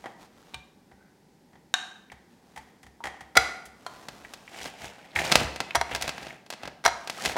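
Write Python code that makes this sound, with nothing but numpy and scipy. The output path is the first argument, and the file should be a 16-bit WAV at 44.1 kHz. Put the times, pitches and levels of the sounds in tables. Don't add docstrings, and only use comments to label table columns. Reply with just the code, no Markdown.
import sys
import numpy as np
from scipy import signal
from scipy.fft import rfft, irfft, next_fast_len
from scipy.io import wavfile
from scipy.ndimage import uniform_filter1d, map_coordinates

SR = 44100
rng = np.random.default_rng(int(sys.argv[2]) if len(sys.argv) > 2 else 0)


def to_wav(s):
    ch = np.atleast_2d(s).T
    pcm = np.round(np.clip(ch, -1, 1) * 32767)
    wavfile.write(sys.argv[1], SR, pcm.astype(np.int16))


N = 325017
TIME = np.arange(N) / SR
SLIDE_START_S, RELEASE_S = 4.52, 0.025


# (time [s], level [dB], brightness [dB/octave],
# contact t60 [s])
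CUT_END_HITS = [(5.317, -13.5, 0, 0.09), (5.3224, -8.5, -0.5, .028), (5.3553, -3.5, 0.5, .032),
                (5.413, -22, -6.5, 0.047)]
# (time [s], level [dB], brightness [dB/octave], length [s], swell [dB])
RAIL_ROCKING = [(4.085, -30, 0, 0, 0), (4.3366, -32.5, 2, 0.00063, 0), (4.656, -29.5, -2.5, 0, 9),
                (5.56, -30, 0, 0, 0), (5.6035, -17, -1, 0.0011, 0), (5.949, -20, 1, .011, -4.5),
                (6.012, -31, 3.5, .011, 9.5), (6.078, -23.5, 0.5, .014, 1.5), (6.18, -30, -2, 0.0004, 4),
                (6.229, -35.5, -1, 0, 2), (6.268, -31, -3, 0.00033, 0), (6.463, -45.5, 0, 0.00036, 0),
                (6.5027, -27, 1.5, 0.00026, 0), (6.5255, -31.5, -1, .0105, -0.5),
                (6.633, -31.5, -2, .043, 2.5), (7.074, -27, 0.5, .024, 6), (7.251, -20, 0.5, .007, 3.5)]
# (pitch [Hz], width [Hz], level [dB])
RAIL_RING = [(685, 480, 1.5), (1340, 40, -2), (1610, 73, 2), (2014, 78, 2), (2600, 103, 2.5),
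             (3400, 63, -3), (4280, 120, -5.5), (4990, 83, -11), (8040, 330, -33)]
# (frequency [Hz], level [dB])
RAIL_EQ = [(60, -25.5), (130, 5), (280, 4.5), (480, -10.5), (900, 0), (1500, -1.5), (3000, 4), (4800, 4),
           (7000, -2.5), (10500, -10.5), (16000, -27.5)]

def rails(rub):
    touch_t60 = 0.044
    ticks = [(s, db, rng.normal(0, 2), touch_t60 / 2)
             for s, db in slide_moments(rub, count=26, over_db=-1.5, spread_db=2.5)]
    hits = CUT_END_HITS + rattles(RAIL_ROCKING, touch_t60) + ticks
    return amp(-2) * contacts(hits, RAIL_RING, RAIL_EQ, ring_db=9, wet_db=-9, place_db=2)


# (time at full speed [s], rise [s], hold [s], rub [dB], rasp [dB])
CUTTING_STROKES = [(4.592, 0.068, 0.084, -44, -47), (4.819, 0.026, 0.04, -44, -46.5),
                   (5.157, 0.0028, 0.26, -32.5, -39), (5.92, 0.023, .02, -35, -47),
                   (6.022, 0.014, 0.05, -37.5, -50), (6.203, 0.066, 0.099, -46.5, -55),
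                   (6.635, .03, 0.024, -45, -64), (7.253, 0.078, 0.062, -36, -38)]

def friction():
    light_drag = (SLIDE_START_S, RELEASE_S, 1.838, -54.5, -64.5)
    power = np.zeros((2, N))
    for s, rise, hold, rub_db, rasp_db in CUTTING_STROKES + [light_drag]:
        speed = np.exp(-np.maximum(s - TIME, 0) / rise - np.maximum(TIME - s - hold, 0) / RELEASE_S)
        power += (amp([[rub_db], [rasp_db]]) * speed) ** 2
    return np.sqrt(power)


# (frequency [Hz], level [dB])
RUB_EQ = [(60, -15.5), (120, 0), (400, 0), (620, 3.5), (780, 7.5), (1050, -4), (1500, -2), (2200, 0.5),
          (3200, -9), (4500, -13.5), (7000, -36.5)]
# (frequency [Hz], level [dB])
RASP_EQ = [(1760, -19), (3000, -0.5), (3330, -2.5), (4030, -5.5), (5440, -4), (7940, -8.5), (9870, -13),
           (16000, -23)]

def slicing(rub, rasp):
    grip = stick_slip(per_s=310, spread_db=1, relax_s=0.0023)
    ramp = rub * coloured(grains(per_s=2000, spread_db=3.5, smooth=0.81), RUB_EQ)
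    blade = rasp * coloured(grains(per_s=2200, spread_db=4, smooth=0.8), RASP_EQ)
    return kitchen(grip * (ramp + blade), wet_db=-7.5)[:N]


# (time [s], level [dB], brightness [dB/octave], contact t60 [s])
FRAME_HITS = [(5.749, -25, -6, 0.12), (5.7535, -21, -1, 0.057), (5.8128, -20.5, -4.5, 0.025),
              (6.840, -37.5, -3.5, 0.2), (6.851, -23.5, -2.5, 0.075), (6.8555, -23.5, -5, 0.087),
              (6.8618, -12.5, -3.5, 0.028), (6.878, -23.5, -4, 0.051), (7.358, -31, -12, 0.028),
              (7.365, -27.5, -6.5, 0.084)]
# (pitch [Hz], width [Hz], level [dB])
FRAME_RING = [(687, 20.5, 0), (767, 31, 1), (940, 47, -0.5), (1300, 79, -4.5), (1610, 190, -4),
              (1900, 110, -4), (2140, 113, -1.5), (3310, 30, -2.5), (4080, 59, -1), (5020, 95, -8.5),
              (5800, 220, -4), (7500, 150, -18)]
# (frequency [Hz], level [dB])
FRAME_EQ = [(60, -33), (200, -33), (560, -14), (730, -11), (1100, -6), (2300, -15), (4100, -9.5),
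            (6200, -13.5), (10000, -14.5), (16000, -30.5)]

def frame():
    return amp(5) * contacts(FRAME_HITS, FRAME_RING, FRAME_EQ, ring_db=1, wet_db=-11.5)


# (time [s], level [dB], brightness [dB/octave], length [s], swell [dB])
SHELL_SHAKES = [(0.041, -37.5, -4, 0.017, 4), (.915, -52.5, -3.5, 0.0028, 2), (1.532, -55, -3, 0.023, 3),
                (2.118, -42.5, -0.5, 0.00044, 0), (2.561, -42.5, 1, 0.015, 3.5),
                (2.8305, -50.5, 2, 0.0011, 2), (2.8653, -50, 0.5, 0, 0), (3.039, -31.5, -1, 0.031, 0),
                (3.2075, -42, 0.5, 0, 0), (3.6545, -48, 6, 0.0048, -1)]
# (time [s], level [dB], brightness [dB/octave], contact t60 [s])
SEATING_HITS = [(3.3535, -26, -1, 0.2), (3.3668, -16, -5, 0.018), (3.3708, -7, 1.5, 0.025),
                (3.374, -8, 1, 0.017)]
# (pitch [Hz], width [Hz], level [dB])
LOOSE_RING = [(352, 79, -12.5), (780, 66, 2), (930, 95, -6), (1900, 210, -2), (3200, 200, -11.5)]
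SEATED_RING = [(452, 52, -9), (694, 28, -7), (758, 37, 0.5), (1296, 70, -4.5), (1413, 47, 5), (2010, 83, 0),
               (2200, 36, -1), (3390, 61, -9.5), (3730, 83, -18), (4030, 150, -12), (4850, 160, -10.5),
               (5920, 200, -13.5)]
# (frequency [Hz], level [dB])
SHELL_EQ = [(50, -40.5), (130, -20.5), (330, -15.5), (700, -8), (2200, -11), (2700, -19.5), (6500, -19.5),
            (10000, -24.5), (16000, -47.5)]

def shell():
    touches = rattles(SHELL_SHAKES, touch_t60=0.083)
    loose = contacts(touches, LOOSE_RING, SHELL_EQ, ring_db=2, wet_db=-6)
    seated = contacts(SEATING_HITS, SEATED_RING, SHELL_EQ, ring_db=3.5, wet_db=-9)
    return amp(1.5) * loose + seated


# (time [s], level [dB], brightness [dB/octave], contact t60 [s])
PRONG_HITS = [(.5435, -39, 0, 0.043), (1.7402, -13, 0.5, 0.024)]
# (pitch [Hz], width [Hz], level [dB])
PRONG_RING = [(753, 25, 0.5), (1138, 54, 1), (1494, 26, -1), (1598, 36, 2.5), (1760, 33, -3.5),
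              (3060, 69, -4), (3750, 90, 2), (3830, 20, 3), (4260, 30, -8), (5600, 88, -10),
              (6200, 370, -13.5), (7260, 114, -13), (9210, 140, -15.5)]
# (frequency [Hz], level [dB])
PRONG_EQ = [(100, -28), (300, -16.5), (620, -20.5), (760, 1.5), (1200, -2), (1350, -14), (2900, -4.5),
            (4200, -16), (4900, -25), (6600, -8.5), (10000, -27), (16000, -52.5)]

def prongs():
    return contacts(PRONG_HITS, PRONG_RING, PRONG_EQ, ring_db=7.5, wet_db=-7)


# (time [s], level [dB], pitch [Hz])
POCK_NOTES = [(2.1, -43.5, 2200), (2.574, -43, 896), (3.005, -42.5, 930), (4.249, -37, 1900),
              (4.478, -38, 2200), (5.161, -16, 2130), (5.189, -18, 2080), (5.708, -26, 2600),
              (6.306, -35.5, 2100), (6.861, -17.5, 5800)]
# (pitch [ratio to the note], level [dB])
WALL_PARTIALS = [(.43, -12.5), (.88, -4), (0.999, 0), (1.17, -5.5), (1.36, -14)]

def pocks(rub):
    track, t = np.zeros(N), np.arange(SR // 5) / SR
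    squeak_hz, spread_octaves = 2492, 0.45
    squeaks = [(s, db, squeak_hz * 2 ** rng.normal(0, spread_octaves))
               for s, db in slide_moments(rub, count=130, over_db=2.5, spread_db=1.5)]
    attack = 1 - np.exp(-t / 0.00036)
    for s, db, hz in POCK_NOTES + squeaks:
        t60 = max(0.086 * (1000 / hz) ** 2, 0.015)
        drift = np.cumsum(rng.standard_normal(len(t))) * 2.5 / np.sqrt(SR * t60)
        note = np.zeros(len(t))
        for ratio, level in WALL_PARTIALS:
            life = t60 if level == 0 else min(t60, 0.025)
            note += amp(level - 60 * t / life) * np.sin(2 * np.pi * hz * ratio * t + drift)
        add(track, s, amp(db + 5.5) * note * attack)
    return kitchen(track, wet_db=-11)[:N]


# (time [s], level [dB], brightness [dB/octave], contact t60 [s])
PLUNGER_HITS = [(3.8645, -27, 0, 0.045)]
# (pitch [Hz], width [Hz], level [dB])
PLUNGER_RING = [(720, 74, -1), (1016, 24, 8), (1380, 59, 1.5), (3200, 44, -4.5), (4270, 70, -3.5)]

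def plunger():
    return contacts(PLUNGER_HITS, PLUNGER_RING, SHELL_EQ, ring_db=4, wet_db=-6.5)


# (time [s], level [dB], brightness [dB/octave], contact t60 [s])
CAP_HITS = [(.537, -43.5, -4, 0.046), (0.5428, -31, 1, 0.03)]
# (pitch [Hz], width [Hz], level [dB])
CAP_RING = [(910, 14, 3), (2385, 25, 5.5), (2950, 49, -4.5), (3740, 98, -2.5), (5470, 52, -13),
            (8190, 140, -18), (9150, 62, -17)]
# (frequency [Hz], level [dB])
CAP_EQ = [(100, -19), (700, -16.5), (4000, -12), (8000, -44), (16000, -41)]

def cap():
    return contacts(CAP_HITS, CAP_RING, CAP_EQ, ring_db=1.5, wet_db=-11)


# (time [s], level [dB])
WORKTOP_BLOWS = [(3.364, -43.5), (5.355, -39), (5.416, -36), (5.762, -43), (6.857, -51)]
# (pitch [Hz], level [dB], t60 [s])
WORKTOP_RING = [(49, -4, 0.18), (66.8, 0, 0.37), (101, -2.5, 0.19), (133, -1, 0.18)]

def worktop():
    track, t = np.zeros(N), np.arange(SR // 2) / SR
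    landing_s = CAP_HITS[0][0]
    touches = [(s, -39.5 + 0.49 * db) for s, db, *_ in CAP_HITS + SHELL_SHAKES if s >= landing_s]
    shoves = [(s, rub_db - 12) for s, _, _, rub_db, _ in CUTTING_STROKES]
    attack = 1 - np.exp(-t / 0.012)
    for s, db in WORKTOP_BLOWS + touches + shoves:
        for hz, level, t60 in WORKTOP_RING:
            phase = 2 * np.pi * hz * rng.normal(1, 0.03) * t + rng.uniform(0, 2 * np.pi)
            mode = amp(level - 60 * t / t60) * np.sin(phase)
            add(track, s, amp(db + 9.5) * mode * attack)
    return track


# (time [s], half length [s], level [dB])
BRUSH_SWELLS = [(0.02, 0.13, -57.5), (0.227, 0.036, -53.5), (0.46, 0.13, -58), (2.323, 0.052, -66.5),
                (2.58, 0.17, -61), (3.838, 0.1, -59.5), (3.993, 0.1, -54), (4.237, 0.24, -53)]

def brushing():
    pressure = sum(amp(db) * np.exp(-((TIME - s) / half) ** 2) for s, half, db in BRUSH_SWELLS)
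    skin_eq = [(200, 1.5), (800, 3), (2000, -5.5), (6000, -11), (15000, -24)]
    texture = coloured(grains(per_s=1500, spread_db=0, smooth=0.62), skin_eq)
    return kitchen(pressure * texture, wet_db=-9.5)[:N]


# (frequency [Hz], level [dB])
TWIST_EQ = [(700, -25), (1350, -7), (1530, 4), (1750, -15), (2010, -7), (2150, -18), (2310, -8),
            (2700, -26), (8000, -45)]

def twisting():
    swell = amp(-66.5) * np.exp(-((TIME - 1.04) / 0.11) ** 2)
    return swell * coloured(grains(per_s=600, spread_db=-1, smooth=0.78), TWIST_EQ)


# (frequency [Hz], t60 [s])
KITCHEN_DECAY = [(200, 0.92), (530, 0.74), (1400, 0.7), (3700, 0.58), (9700, 0.53), (15000, 0.55)]

def kitchen(x, wet_db, dull_hz=8000, build_s=0.0026):
    hz, t, bands = signal.stft(rng.standard_normal(SR * 3 // 4), SR, nperseg=256)
    decay = amp(-60 * t / along(KITCHEN_DECAY, hz)[:, None])
    build = 1 - np.exp(-(t / build_s) ** 2)
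    tail = signal.istft(bands * decay * build, SR, nperseg=256)[1]
    tail = signal.lfilter(*signal.butter(1, dull_hz, fs=SR), tail / np.linalg.norm(tail))
    return np.pad(x, (0, len(tail) - 1)) + amp(wet_db) * signal.fftconvolve(x, tail)


# (frequency [Hz], level [dB])
AIR_EQ = [(15, -90), (25, -11), (123, -7.5), (153, 0), (200, 3.5), (591, -9.5), (677, -15), (796, -6.5),
          (988, -14), (1130, -22.5), (1290, -20), (1940, -18.5), (2760, -24.5), (4870, -23.5),
          (16000, -35.5)]

def room_tone():
    return amp(-59.5) * coloured(rng.standard_normal(N), AIR_EQ)


def contacts(hits, modes, eq, ring_db, wet_db, place_db=1, size=8192):
    track, t = np.zeros(N), np.arange(size) / SR
    hz = np.fft.rfftfreq(size, 1 / SR) + 1
    rings = np.array([amp(db + ring_db) ** 2 / (1 + ((hz ** 2 - f ** 2) / (hz * width)) ** 2)
                      for f, width, db in modes])
    octaves = np.log2(np.clip(hz, 300, 12000) / 2000)
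    for s, db, brightness, t60 in hits:
        reach = amp(place_db * rng.standard_normal(len(modes)))
        body = np.sqrt(reach ** 2 @ rings + amp(along(eq, hz)) ** 2)
        fade = amp(-60 * t / t60)
        chatter = rfft(rng.standard_normal(size) * fade)
        force = irfft(chatter / np.abs(chatter)) * np.sqrt(fade)
        hit = irfft(rfft(force) * minimum_phase(body * amp(brightness * octaves)))
        loudest = np.sqrt(uniform_filter1d(hit ** 2, size=128).max())
        add(track, s, kitchen(hit * amp(db) / loudest, wet_db))
    return track


def rattles(rows, touch_t60, rock_s=0.018):
    touches = []
    for s, db, brightness, length, swell_db in rows:
        count = max(round(length / rock_s), int(length > rock_s / 4)) + 1
        for u in np.linspace(0, 1, count):
            touches.append((s + u * length, db + u * swell_db, brightness, touch_t60))
    return touches


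def slide_moments(rub, count, over_db, spread_db):
    progress = (np.arange(count) + rng.random(count)) / count
    times = SLIDE_START_S + progress * (TIME[-1] - SLIDE_START_S)
    rub_db = 20 * np.log10(np.interp(times, TIME, rub) + 1e-6)
    return zip(times, rub_db + rng.normal(over_db, spread_db, count))


def stick_slip(per_s, spread_db, relax_s):
    jumps = (rng.random(N) < per_s / SR) * amp(spread_db * rng.standard_normal(N))
    relaxing = signal.lfilter([1], [1, -np.exp(-1 / (relax_s * SR))], jumps)
    return unit(1 + unit(relaxing))


def grains(per_s, spread_db, smooth):
    cracks = (rng.random(N) < per_s / SR) * rng.standard_normal(N)
    cracks *= amp(spread_db * rng.standard_normal(N))
    return unit(cracks) + smooth * rng.standard_normal(N)


def amp(db):
    return 10 ** (np.asarray(db) / 20)


def unit(x):
    return x / np.sqrt(np.mean(x ** 2) + 1e-20)


def along(points, hz):
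    f, v = np.transpose(points)
    return np.interp(np.log(hz + 1), np.log(f), v)


def filtered(x, gain):
    size = next_fast_len(N + SR // 2)
    return irfft(rfft(x, size) * gain(np.fft.rfftfreq(size, 1 / SR)), size)[:N]


def coloured(x, eq):
    return unit(filtered(x, lambda hz: amp(along(eq, hz))))


def minimum_phase(gain):
    cepstrum = irfft(np.log(np.maximum(gain, 1e-6)))
    half = len(cepstrum) // 2
    return np.exp(rfft(np.r_[cepstrum[0], 2 * cepstrum[1:half], np.zeros(half)]))


def add(track, s, sound):
    part = track[max(round(s * SR), 0):][:len(sound)]
    part += sound[:len(part)]


def scene():
    air = room_tone()
    rub, rasp = friction()
    holder = cap() + prongs() + shell() + plunger()
    slicer = rails(rub) + frame() + pocks(rub) + slicing(rub, rasp)
    return (holder + slicer + brushing() + twisting() + worktop() + air)[None]


def record(dry):
    low_cut_hz, top_hz = 38, 15900
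    thinned = signal.lfilter(*signal.butter(2, low_cut_hz, "high", fs=SR), dry[0])
    return filtered(np.clip(thinned, -1, 1), lambda hz: 1 / np.sqrt(1 + (hz / top_hz) ** 200))[None]


dry = scene()
out = record(dry)
to_wav(out)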